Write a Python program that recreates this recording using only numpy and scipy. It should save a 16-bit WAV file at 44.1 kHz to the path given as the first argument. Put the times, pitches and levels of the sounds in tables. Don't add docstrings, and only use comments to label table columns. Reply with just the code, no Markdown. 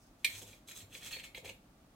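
import sys
import numpy as np
from scipy import signal
from scipy.fft import rfft, irfft
from scipy.io import wavfile

SR = 44100
rng = np.random.default_rng(int(sys.argv[2]) if len(sys.argv) > 2 else 0)


def generate_wav(signal):
    frames = np.transpose(np.atleast_2d(signal))
    scaled = np.clip(frames, -1, 1) * 32767
    pcm = np.round(scaled).astype(np.int16)
    wavfile.write(sys.argv[1], SR, pcm)


N = 85995
T = np.arange(N) / SR
HZ = np.maximum(np.arange(N // 2 + 1) * SR / N, 1)

# f/Hz, level/dB, t60/s
GLASS_MODES = [(1860, -26.5, 0.067), (2130, -19, 0.056), (2238, -18.5, 0.15), (2324, -16.5, 0.065),
               (2409, -14, 0.082), (3244, -22, 0.09), (3505, -20, 0.099), (3937, -11.5, 0.027),
               (4260, -12.5, 0.03), (4970, -20.5, 0.042), (8385, -18, 0.077), (9580, -32, 0.039)]
# f/Hz, level/dB, t60/s
HOLLOW_MODES = [(404, -3.5, .05), (498.4, -3, 0.083), (540.3, -5, 0.14), (665.4, -7.5, 0.047),
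                (906, -7, 0.025)]
# peak t/s, rise/s, fall/s, thump level/dB, rub level/dB
JAR_SHIFTS = [(0.365, 0.04, 0.13, -63, -66.5), (0.428, 0.0059, 0.018, -70, -57.5),
              (0.500, 0.084, 0.024, -69, -66), (0.838, 0.017, 0.015, -59, -64.5),
              (1.070, 0.23, 0.31, -67.5, -69.5), (1.443, 0.011, 0.033, -67, -53),
              (1.495, 0.056, 0.037, -59.5, -57.5)]


def from_db(db):
    return 10 ** (np.asarray(db) / 20)


def unit_rms(x):
    return x / np.sqrt(np.mean(x ** 2) + 1e-20)


def at_hz(curve, hz):
    f, value = np.transpose(curve)
    return np.interp(np.log(hz), np.log(f), value)


def colour(x, spectrum, share=1):
    return irfft(rfft(x) * from_db(share * at_hz(spectrum, HZ)), N)


def resonator(x, hz, t60):
    radius, angle = from_db(-60 / (t60 * SR)), 2 * np.pi * hz / SR
    return signal.lfilter([0, np.sin(angle)], [1, -2 * radius * np.cos(angle), radius ** 2], x + 1e-18)


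def body(x, modes, ring_share=1, pitch=1):
    return sum((-1) ** k * from_db(db) * resonator(x, hz * pitch, t60 * max(ring_share, .05))
               for k, (hz, db, t60) in enumerate(modes))


def narrow_tone(hz, width_hz):
    t60 = np.log(1000) / (np.pi * width_hz)
    return unit_rms(resonator(resonator(rng.standard_normal(N), hz, t60), hz, t60))


def swell(peak_s, rise_s, fall_s):
    return np.exp(-((T - peak_s) / np.where(T < peak_s, rise_s, fall_s)) ** 2)


def swells(rows):
    power = sum((from_db(levels)[:, None] * swell(peak_s, rise_s, fall_s)) ** 2
                for peak_s, rise_s, fall_s, *levels in rows)
    return np.sqrt(power)


def grains():
    grains_per_s, clumps_per_s, spread_db, clump_db = 3300, 430, 4.0, 3.0
    sizes = from_db(spread_db * np.minimum(rng.exponential(1, N), 5))
    signs = rng.choice([-1, 1], N)
    clumps = np.interp(T * clumps_per_s, np.arange(N), rng.standard_normal(N))
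    onsets = rng.random(N) < grains_per_s / SR
    return unit_rms(sizes * signs * onsets * from_db(clump_db * clumps))


def room_tone():
    spectrum = [(12, -42), (20, -12), (49, 1.5), (74, -9.5), (146, -4.5), (172, -5), (301, -7),
                (434, -18.5), (642, -14), (780, -17.5), (849, -19.5), (1030, -23), (1120, -20.5),
                (1760, -27.5), (16000, -39.5)]
    width = [(60, -35.5), (180, -20.5), (550, -5.5), (1650, -0.5), (4970, 0.5), (15000, -0.5)]
    mid, side = unit_rms(colour(rng.standard_normal((2, N)), spectrum))
    return from_db(-63) * (mid + colour(side, width) * [[1], [-1]])


def kitchen(x, wet_db):
    decay_times = [(200, .25), (2500, 0.27), (8000, 0.15), (15000, 0.31)]
    spectrum = [(100, -36), (500, -6), (2400, 0.5), (4500, -3.5), (9000, 10.5), (15000, -1)]
    jar_t60_s, first_echo_s = 0.015, .003
    t, tail, near = T[:SR // 2], 0, 0
    edges_hz = np.geomspace(60, 20000, 9)
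    for low, high in zip(edges_hz, edges_hz[1:]):
        hz = np.sqrt(low * high)
        bandpass = signal.butter(2, [low, high], "band", fs=SR, output="sos")
        band = signal.sosfilt(bandpass, rng.standard_normal((2, 2, len(t))))
        band *= from_db(at_hz(spectrum, hz))
        tail = tail + band[0] * from_db(-60 * t / at_hz(decay_times, hz))
        near = near + band[1] * from_db(-60 * t / jar_t60_s)
    tail *= np.clip(t / first_echo_s - 1, 0, 1)
    echoes = (from_db(wet_db) * unit_rms(tail) + unit_rms(near)) / np.sqrt(len(t))
    return x + signal.fftconvolve(x[None], echoes, axes=1)[:, :N]


def rustle():
    spectrum = [(3000, -32), (4700, 1), (6800, -4.5), (9000, -10), (15000, -11)]
    envelope = from_db(-77.5) * swell(peak_s=0.01, rise_s=0.12, fall_s=0.096)
    return envelope * unit_rms(colour(grains(), spectrum))


def basket_thumps():
    envelope, _ = swells(JAR_SHIFTS)
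    return envelope * narrow_tone(hz=98.2, width_hz=15)


def basket_rubs():
    _, envelope = swells(JAR_SHIFTS)
    return envelope * unit_rms(body(grains(), HOLLOW_MODES))


def squeak():
    partials = [(2675, 130, -51), (4357, 93, -42.5), (14050, 160, -64)]
    tones = sum(from_db(db) * narrow_tone(hz, width_hz) for hz, width_hz, db in partials)
    return swell(peak_s=1.129, rise_s=.0025, fall_s=.014) * tones


def sugar():
    # peak t/s, rise/s, fall/s, crunch level/dB, rasp level/dB
    pushes = [(0.200, 0.018, 0.034, -79.5, -100), (0.360, 0.075, 0.035, -55, -59),
              (0.390, 0.029, 0.0088, -55, -81), (0.425, .01, 0.01, -54.5, -59),
              (0.480, 0.028, 0.074, -64.5, -67.5), (0.690, 0.014, 0.021, -56, -73),
              (0.720, 0.019, 0.004, -56.5, -55), (0.768, 0.018, 0.015, -51.5, -91),
              (0.818, 0.035, 0.0067, -58, -63.5), (0.955, 0.035, 0.03, -57, -56),
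              (1.030, 0.021, 0.057, -60.5, -57), (1.068, 0.023, 0.021, -51, -52),
              (1.110, 0.0027, 0.052, -53.5, -51), (1.200, 0.014, 0.011, -62, -49),
              (1.244, 0.013, 0.02, -57, -52.5), (1.380, 0.024, 0.0061, -57.5, -54.5),
              (1.456, 0.014, 0.021, -57.5, -56), (1.497, 0.02, 0.006, -59, -56)]
    fracture_spectrum = [(200, 0), (600, 1.5), (1300, -2), (2000, -6), (3700, 0.5), (5500, 1.5), (7300, 0),
                         (9500, -1.5), (10600, -4), (12000, -7), (13300, -3), (15500, -7.5)]
    air_modes = [(2430, -8.5, 0.026), (3406, 0, 0.014), (3846, -4.5, 0.051), (4150, -11, 0.064),
                 (6510, -6.5, 0.018), (7325, -2.5, 0.027), (8260, -4.5, 0.0062), (10700, -12.5, 0.042),
                 (11640, -6.5, 0.032)]
    coupling = [(1000, 11), (1700, 6), (2130, 1), (2350, -4), (2650, 10), (2900, 8), (3400, 0), (3900, -9),
                (4300, -2), (5200, -16.5), (12000, -12)]
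    crunch_envelope, rasp_envelope = swells(pushes)
    fracture = unit_rms(colour(grains(), fracture_spectrum))
    cavity = from_db(-2.5) * unit_rms(body(grains(), air_modes))
    rasp = colour(body(grains(), GLASS_MODES, ring_share=0.3), coupling)
    return crunch_envelope * unit_rms(fracture + cavity) + rasp_envelope * unit_rms(rasp)


def clinks():
    # t/s, level/dB, low-pass f/Hz, hollow knock level/dB,
    # share of the ring time left by sugar and hand, pitch ratio
    contacts = [(0.2457, -18, 15000, -54, 1.0, 1.0), (0.2478, -22, 11000, -66, 1.0, 1.0),
                (0.2605, -35, 12000, -70, .7, 1.0), (0.341, -48, 7000, -66, .7, 1.0),
                (0.5296, -47, 4500, -61, .7, 1.0), (0.6857, -45, 9000, -68, .8, 1.0),
                (0.9501, -37, 5000, -54, .7, .96), (1.1267, -41, 6000, -64, .5, 1.07),
                (1.1638, -34, 2900, -50, .7, .95), (1.1981, -43, 3800, -62, .6, .97),
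                (1.3472, -31, 3000, -56, .65, .98), (1.3752, -36, 3200, -47, .4, 1.02),
                (1.4555, -35, 3400, -52, .4, 1.0), (1.4765, -39, 4000, -54, .35, 1.0),
                (1.4925, -34, 3200, -49, .5, 1.2)]
    crack_spectrum = [(300, -21.5), (1000, -17), (1500, -14), (2200, 10), (2800, 1.5), (4200, 2.5),
                      (5800, -10), (8500, -9), (10000, -5), (11000, -14), (12250, -0.5), (13500, -10.5),
                      (15000, -6.5)]
    crack_db, crack_t60_s, chatter_db = -7.5, 0.043, -28
    grit_db = -11.5
    t = T[:SR // 4]
    impulse = 1. * (t == 0)
    rings, cracks = np.zeros((2, N + len(t)))
    for start_s, db, cutoff_hz, knock_db, ring_share, pitch in contacts:
        span = slice(int(start_s * SR), int(start_s * SR) + len(t))
        burst = rng.standard_normal(len(t)) * from_db(-60 * t / crack_t60_s)
        lowpass = signal.butter(2, cutoff_hz, fs=SR)
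        blow = from_db(db) * signal.lfilter(*lowpass, impulse + from_db(chatter_db) * burst)
        rings[span] += body(blow, GLASS_MODES, ring_share, pitch)
        rings[span] += from_db(knock_db) * body(impulse, HOLLOW_MODES)
        cracks[span] += from_db(db) * (signal.lfilter(*lowpass, burst) + from_db(grit_db) * burst)
    return rings[:N] + from_db(crack_db) * colour(cracks[:N], crack_spectrum)


def scene():
    balance = [(100, -9), (500, 1), (3000, 1), (8500, 2.5), (12000, 0.5), (15000, 0.5)]
    jar = kitchen(clinks(), wet_db=-3)
    jar += kitchen(sugar() + squeak() + rustle(), wet_db=2)
    jar += kitchen(basket_rubs(), wet_db=-7)
    return colour(jar, balance, share=np.array([[-.5], [.5]])) + basket_thumps() + room_tone()


def record(dry):
    cutoff_hz = 15980
    return signal.sosfilt(signal.ellip(12, .1, 70, cutoff_hz, fs=SR, output="sos"), dry)


dry = scene()
out = record(dry)
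generate_wav(out)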